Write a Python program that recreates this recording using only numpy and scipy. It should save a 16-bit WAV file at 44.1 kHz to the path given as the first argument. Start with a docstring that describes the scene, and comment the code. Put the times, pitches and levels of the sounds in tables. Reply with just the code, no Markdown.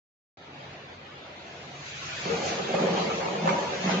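"""Empty plastic canisters rumble along rails and knock together with hollow thuds in a bottling hall.
Knocks and bumps ring the modes of one hollow body; short noise bursts add clatter, a noise tail the hall.
Air and belts hiss: a swell of flickering noise. Behind it the conveyor line drones, as low flickering
noise with two motor tones. After a short silence the drone starts at once; the hiss and canisters come later."""
import sys
import numpy as np
from scipy import signal
from scipy.fft import rfft, irfft, next_fast_len
from scipy.io import wavfile
from scipy.ndimage import uniform_filter1d

SR = 44100
rng = np.random.default_rng(int(sys.argv[2]) if len(sys.argv) > 2 else 0)


def gain_from_db(level_db):
    """Convert decibel levels to linear amplitude factors (20 dB per decade)."""
    decades = np.asarray(level_db, float) / 20
    return 10 ** decades


def generate_wav(sig):
    """Save sig (samples, or channels by samples) to the path in sys.argv[1] as 16-bit PCM at SR."""
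    pcm = np.round(np.clip(np.atleast_2d(sig).T, -1, 1) * 32767).astype(np.int16)
    wavfile.write(sys.argv[1], SR, pcm)


N = 176400  # samples, 4 s


def colour(x, table):
    """Filters a sound so that its spectrum follows (f/Hz, level/dB) points."""
    hz, db = np.array(table, float).T
    n = next_fast_len(x.shape[-1])
    f = np.maximum(np.arange(n // 2 + 1) * SR / n, 1)
    gain = gain_from_db(np.interp(np.log(f), np.log(hz), db))
    return irfft(rfft(x, n) * gain, n)[..., :x.shape[-1]]


def unit(x):
    """Scales a sound to an rms of 1."""
    return x / np.sqrt(np.mean(x ** 2))


def curve(table, axis=1):
    """Joins one column of a table by straight lines over time."""
    points = np.array(table, float)
    return np.interp(np.arange(N) / SR, points[:, 0], points[:, axis])


def walk(rate):
    """A slow random curve with a spread near 1, from smoothed random steps (rate in steps per second)."""
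    k = int(SR / rate)
    steps = np.repeat(rng.standard_normal(N // k + 1), k)
    return 1.21 * uniform_filter1d(uniform_filter1d(steps, k), k)[:N]


def ring(x, hz, t60):
    """One mode: a resonance at hz that falls by 60 dB in t60 seconds."""
    r = np.exp(-np.log(1000) / (t60 * SR))
    w = 2 * np.pi * hz / SR
    return signal.lfilter([np.sin(w)], [1, -2 * r * np.cos(w), r * r], x)


def lively(table, swell_db, flicker_db, rate):
    """Coloured noise in narrow bands that swell together and flicker alone."""
    spec = rfft(colour(rng.standard_normal((2, N)), table))
    # position of each frequency in bands, about six to the octave well above 300 Hz
    place = 6 * np.log2(1 + np.arange(spec.shape[1]) * SR / N / 300)
    out = 0
    for c in range(30):
        share = np.cos(np.pi / 2 * np.clip(place - c, -1, 1)) ** 2
        out = out + irfft(spec * share, N) * gain_from_db(flicker_db * walk(rate))
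    return unit(out * gain_from_db(swell_db * walk(5.72)))


# modes of the hollow canister body: f/Hz, relative level/dB, t60/s after a knock
BODY_MODES = [(185.2, 1, 0.089), (307, -14, 0.07), (372, -5.5, 0.055), (392, -2, 0.15), (463, -7.5, 0.32),
              (533, -2.5, 0.069), (567, -1.5, 0.084), (668, -1.5, 0.04), (742, 1, 0.066),
              (863, -7.5, 0.078), (951, -2.5, 0.041), (1209, -2, 0.041)]
# knocks: t/s, relative level/dB, f/Hz around which the blow favours modes
KNOCKS = [(2.297, -13, 463), (2.740, -13, 536), (2.744, -17, 742), (2.778, -19, 403), (2.786, -18, 514),
          (2.794, -20.5, 742), (2.822, -16.5, 522), (2.828, -19, 392), (2.845, -19, 183),
          (2.867, -17.5, 550), (3.234, -24.5, 565), (3.441, -16.5, 187), (3.455, -12, 560),
          (3.473, -9, 945), (3.488, -11, 900), (3.505, -21, 564), (3.859, -14.5, 184), (3.889, -15.5, 910)]
FAVOUR_OCT = .11  # spread of the favoured modes, octaves
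KNOCK_DB, CONTACT_S = -4, 0.00402


def thuds():
    """Each knock pushes the modes near its favoured pitch, and the body rings hollow."""
    t, db, hz = np.array(KNOCKS, float).T
    at = (t * SR).astype(int)
    out = 0
    for f, mode_db, t60 in BODY_MODES:
        share = np.exp(-.5 * (np.log2(f / hz) / FAVOUR_OCT) ** 2)
        # each mode is caught at its own moment of the contact
        late = rng.random((len(at), 2)).T * CONTACT_S
        push = np.zeros((2, N))
        push[[[0], [1]], at + (late * SR).astype(int)] = gain_from_db(db + KNOCK_DB) * share
        out = out + gain_from_db(mode_db) * ring(push, f, t60)
    return out


def bursts(at, size, seconds):
    """Envelope of short rough contacts: a quick rise and a slower fall."""
    x = np.zeros(N)
    x[at] = size
    r = np.exp(-1 / (seconds * SR))
    return signal.lfilter(np.ones(88), [1, -r], x) / 88  # rises over 88 samples, 2 ms


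CLATTER_DB, CLATTER_DB_PER_OCT = -26.5, 4.5  # level for a knock favouring 500 Hz, and its slope
CLATTER_S = 0.019  # time constant of the fall


def clatter():
    """Each knock also gives a short burst of noise, stronger when the knock is bright."""
    t, db, hz = np.array(KNOCKS, float).T
    size = gain_from_db(db + CLATTER_DB + CLATTER_DB_PER_OCT * np.log2(hz / 500))
    noise = colour(rng.standard_normal((2, N)), [(500, -8.5), (1200, -3.5), (2500, -5.5), (5000, -21)])
    return bursts((t * SR).astype(int), size, CLATTER_S) * unit(noise)


# loudness of the small bumps along the rails: t/s, level/dB
BUMP_LEVEL = [(2.235, -50), (2.26, -34), (2.68, -38.5), (2.75, -29.5), (3.0, -33), (3.43, -35),
              (3.45, -29.5), (3.62, -36.5), (3.82, -40.5), (3.9, -29.5), (4.0, -38.5)]
BUMPS_PER_S, BUMP_SCATTER_DB = 400, 2.5
BUMP_DAMP = 0.48  # sliding shortens the ring: factor on t60


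def rumble():
    """Many small random bumps ring the same hollow body as the canisters slide along."""
    count = int(BUMPS_PER_S * N / SR)
    where = rng.integers(0, N, count)
    size = gain_from_db(BUMP_SCATTER_DB * rng.exponential(1, count))
    out = 0
    for f, mode_db, t60 in BODY_MODES:
        push = np.zeros((2, N))
        push[:, where] = size * rng.standard_normal((2, count))
        out = out + gain_from_db(mode_db) * ring(push, f, BUMP_DAMP * t60)
    return unit(out) * gain_from_db(curve(BUMP_LEVEL)) * (np.arange(N) > 2.235 * SR)


# loudness of the boom before its random wavering: t/s, level/dB
BOOM_LEVEL = [(2.22, -66), (2.27, -36), (2.64, -47), (2.74, -32.5), (3.0, -38), (3.4, -40), (3.52, -33.5),
              (3.63, -45), (3.88, -32), (4.0, -40)]


def boom():
    """The lowest mode of the canisters booms on: noise through one resonance, wavering in level."""
    tone = unit(ring(rng.standard_normal((2, N)), BODY_MODES[0][0], .14))
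    return tone * gain_from_db(curve(BOOM_LEVEL) + 3.4 * walk(18))


def canisters():
    """All sounds of the canisters together, with the bass below 165 Hz cut."""
    out = thuds() + clatter() + rumble() + boom()
    return signal.sosfilt(signal.butter(4, 165, "high", fs=SR, output="sos"), out)


HALL_T60_S, HALL_TREBLE_T60_S = 0.99, 0.56
HALL_DB, HALL_RISE_S = -6.5, 0.014


def hall(x):
    """Many blurred echoes: a noise tail, different for mid and side, whose treble dies first."""
    t = np.arange(int(1.5 * SR)) / SR
    low = colour(rng.standard_normal((2, len(t))), [(1000, 1.0), (4000, -9)])
    high = colour(rng.standard_normal((2, len(t))), [(1000, -16.5), (4000, -3.5)])
    tail = low * gain_from_db(-60 * t / HALL_T60_S) + high * gain_from_db(-60 * t / HALL_TREBLE_T60_S)
    tail = tail * np.clip(t / HALL_RISE_S, 0, 1)
    tail = tail / np.sqrt(np.sum(tail ** 2) / 2)
    return gain_from_db(HALL_DB) * signal.fftconvolve(x, tail, axes=1)[:, :N]


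# spectrum of air and belts: f/Hz, relative level/dB
HISS = [(590, -38.5), (1000, -9.5), (1340, -4), (2510, -2.5), (3100, -5.5), (4500, -9), (5400, -11),
        (6550, -9.5), (7500, -20)]
# loudness of the hiss: t/s, level/dB, extra treble level/dB
HISS_LEVEL = [(1.74, -56, 4), (1.87, -42.5, 1.5), (1.94, -44, -2), (2.0, -41.5, 1.5), (2.2, -39, -1),
              (2.42, -39.5, 2.5), (2.49, -36, 4.5), (2.58, -39.5, -0.5), (2.85, -42, -1.5),
              (3.01, -37.5, -3), (3.1, -40.5, -0.5), (3.4, -44.5, 0.5), (3.8, -42, 2), (3.91, -34, -5),
              (4.0, -41, -4)]


def hiss():
    """Air jets and sliding belts: flickering noise whose treble also has a level curve of its own."""
    x = lively(HISS, swell_db=.6, flicker_db=1.5, rate=25)
    treble = signal.sosfilt(signal.butter(2, 4000, "high", fs=SR, output="sos"), x)
    x = x + (gain_from_db(curve(HISS_LEVEL, axis=2)) - 1) * treble
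    fade = np.clip((np.arange(N) / SR - 1.2) / .5, 0, 1)  # fades in from 1.2 to 1.7 s
    return x * gain_from_db(curve(HISS_LEVEL)) * fade


# spectrum of the distant machines: f/Hz, relative level/dB
DRONE = [(40, -14), (75, -9.5), (112, -13), (139, -4), (390, -1.5), (736, -2), (1070, -8.5), (2500, -10.5),
         (3720, -14), (4800, -19.5), (5400, -25.5), (6300, -27), (7500, -34.5)]
# loudness of the machines: t/s, level/dB
DRONE_LEVEL = [(.37, -51), (.6, -45.5), (.88, -47), (.92, -44), (.97, -47.5), (1.75, -44.5), (1.9, -49.5),
               (2.2, -45), (2.3, -41), (4.0, -39)]
# motor tones: f/Hz, width/Hz (wider means a faster waver), relative level/dB
HUM = [(91.3, 15, -6.5), (141.7, 22, -3.5)]
# loudness of the motor tones: t/s, level/dB
HUM_LEVEL = [(.37, -59), (.6, -51), (1.3, -56.5), (2.0, -45.5), (4.0, -52.5)]


def drone():
    """Distant machines as flickering low noise, with two motor tones made by noise ringing a resonance."""
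    hum = 0
    for hz, width_hz, db in HUM:
        tone = ring(rng.standard_normal((2, N)), hz, 4.8 / width_hz)
        hum = hum + gain_from_db(db) * unit(tone)
    machines = lively(DRONE, swell_db=0.71, flicker_db=0.72, rate=24.9)
    return machines * gain_from_db(curve(DRONE_LEVEL)) + hum * gain_from_db(curve(HUM_LEVEL))


LAG_S, LAG_FROM_HZ, LEFT_DB = 0.000448, 896, 0.5


def late_left(x):
    """Treble comes from the right: above the bass the left channel lags and is slightly more sensitive."""
    f = np.arange(N // 2 + 1) * SR / N
    share = 1 - np.exp(-(f / LAG_FROM_HZ) ** 4)
    lag = np.exp(-2j * np.pi * f * LAG_S * share)
    return irfft(rfft(x) * lag * gain_from_db(LEFT_DB * share), N)


PATCH_BINS, PATCH_FRAMES = 3, 3  # patch height, and smoothing in time; a patch lasts twice as many frames
PATCH_DB, DROPOUT_DB = 3, 19  # waver, and extra drop for the lowest patches


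def patchy(x):
    """Small time-frequency patches waver in level above the bass; the deepest drop out for a moment."""
    _, _, z = signal.stft(x, nperseg=1024, noverlap=768)
    rows, cols = z.shape[1:]
    w = rng.standard_normal((2, rows // PATCH_BINS + 1, cols // PATCH_FRAMES // 2 + 1))
    w = np.repeat(np.repeat(w, PATCH_BINS, axis=1), 2 * PATCH_FRAMES, axis=2)[:, :rows, :cols]
    w = uniform_filter1d(w, PATCH_FRAMES, axis=2)
    depth = np.clip(np.arange(rows)[:, None] * SR / 1024 / 1000, 0, 1)  # full from 1 kHz up
    change_db = depth * (PATCH_DB * w - DROPOUT_DB * np.maximum(-w - 1, 0))
    return signal.istft(z * gain_from_db(change_db), nperseg=1024, noverlap=768)[1][:, :N]


START_S, START_RISE_S = .371, 0.00088
# stereo width of the whole sound, side channel: f/Hz, level/dB
WIDTH = [(60, -25), (180, -31), (300, -14), (520, -6.5), (1100, -1)]
# the near canisters spread wider in the bass, extra side: f/Hz, level/dB
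CANISTER_WIDTH = [(250, 6), (800, 0)]


def scene():
    """Mid (what both ears share) and side (their difference) are built first, then turned to left and right."""
    cans = canisters()
    near = hall(cans) + cans
    far = hiss() + drone()
    mid = far[0] + near[0]
    side = colour(far[1] + colour(near[1], CANISTER_WIDTH), WIDTH)
    left, right = late_left(mid + side), mid - side
    mid, side = patchy(np.array([left + right, left - right]) / 2)
    gate = np.clip((np.arange(N) / SR - START_S) / START_RISE_S, 0, 1)
    return np.array([mid + side, mid - side]) * gate


def band_limit(x):
    """A steep low-pass at the top of the band."""
    return signal.sosfilt(signal.butter(12, 8400, fs=SR, output="sos"), x)


TOP_HZ = 7500


def record(dry):
    """The phone cuts the deep bass below 60 Hz and, steeply, the top above TOP_HZ."""
    x = signal.sosfilt(signal.butter(2, 60, "high", fs=SR, output="sos"), dry)
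    mix = signal.sosfilt(signal.ellip(12, .2, 90, TOP_HZ, fs=SR, output="sos"), x)
    return band_limit(mix)


dry = scene()
out = record(dry)
generate_wav(out)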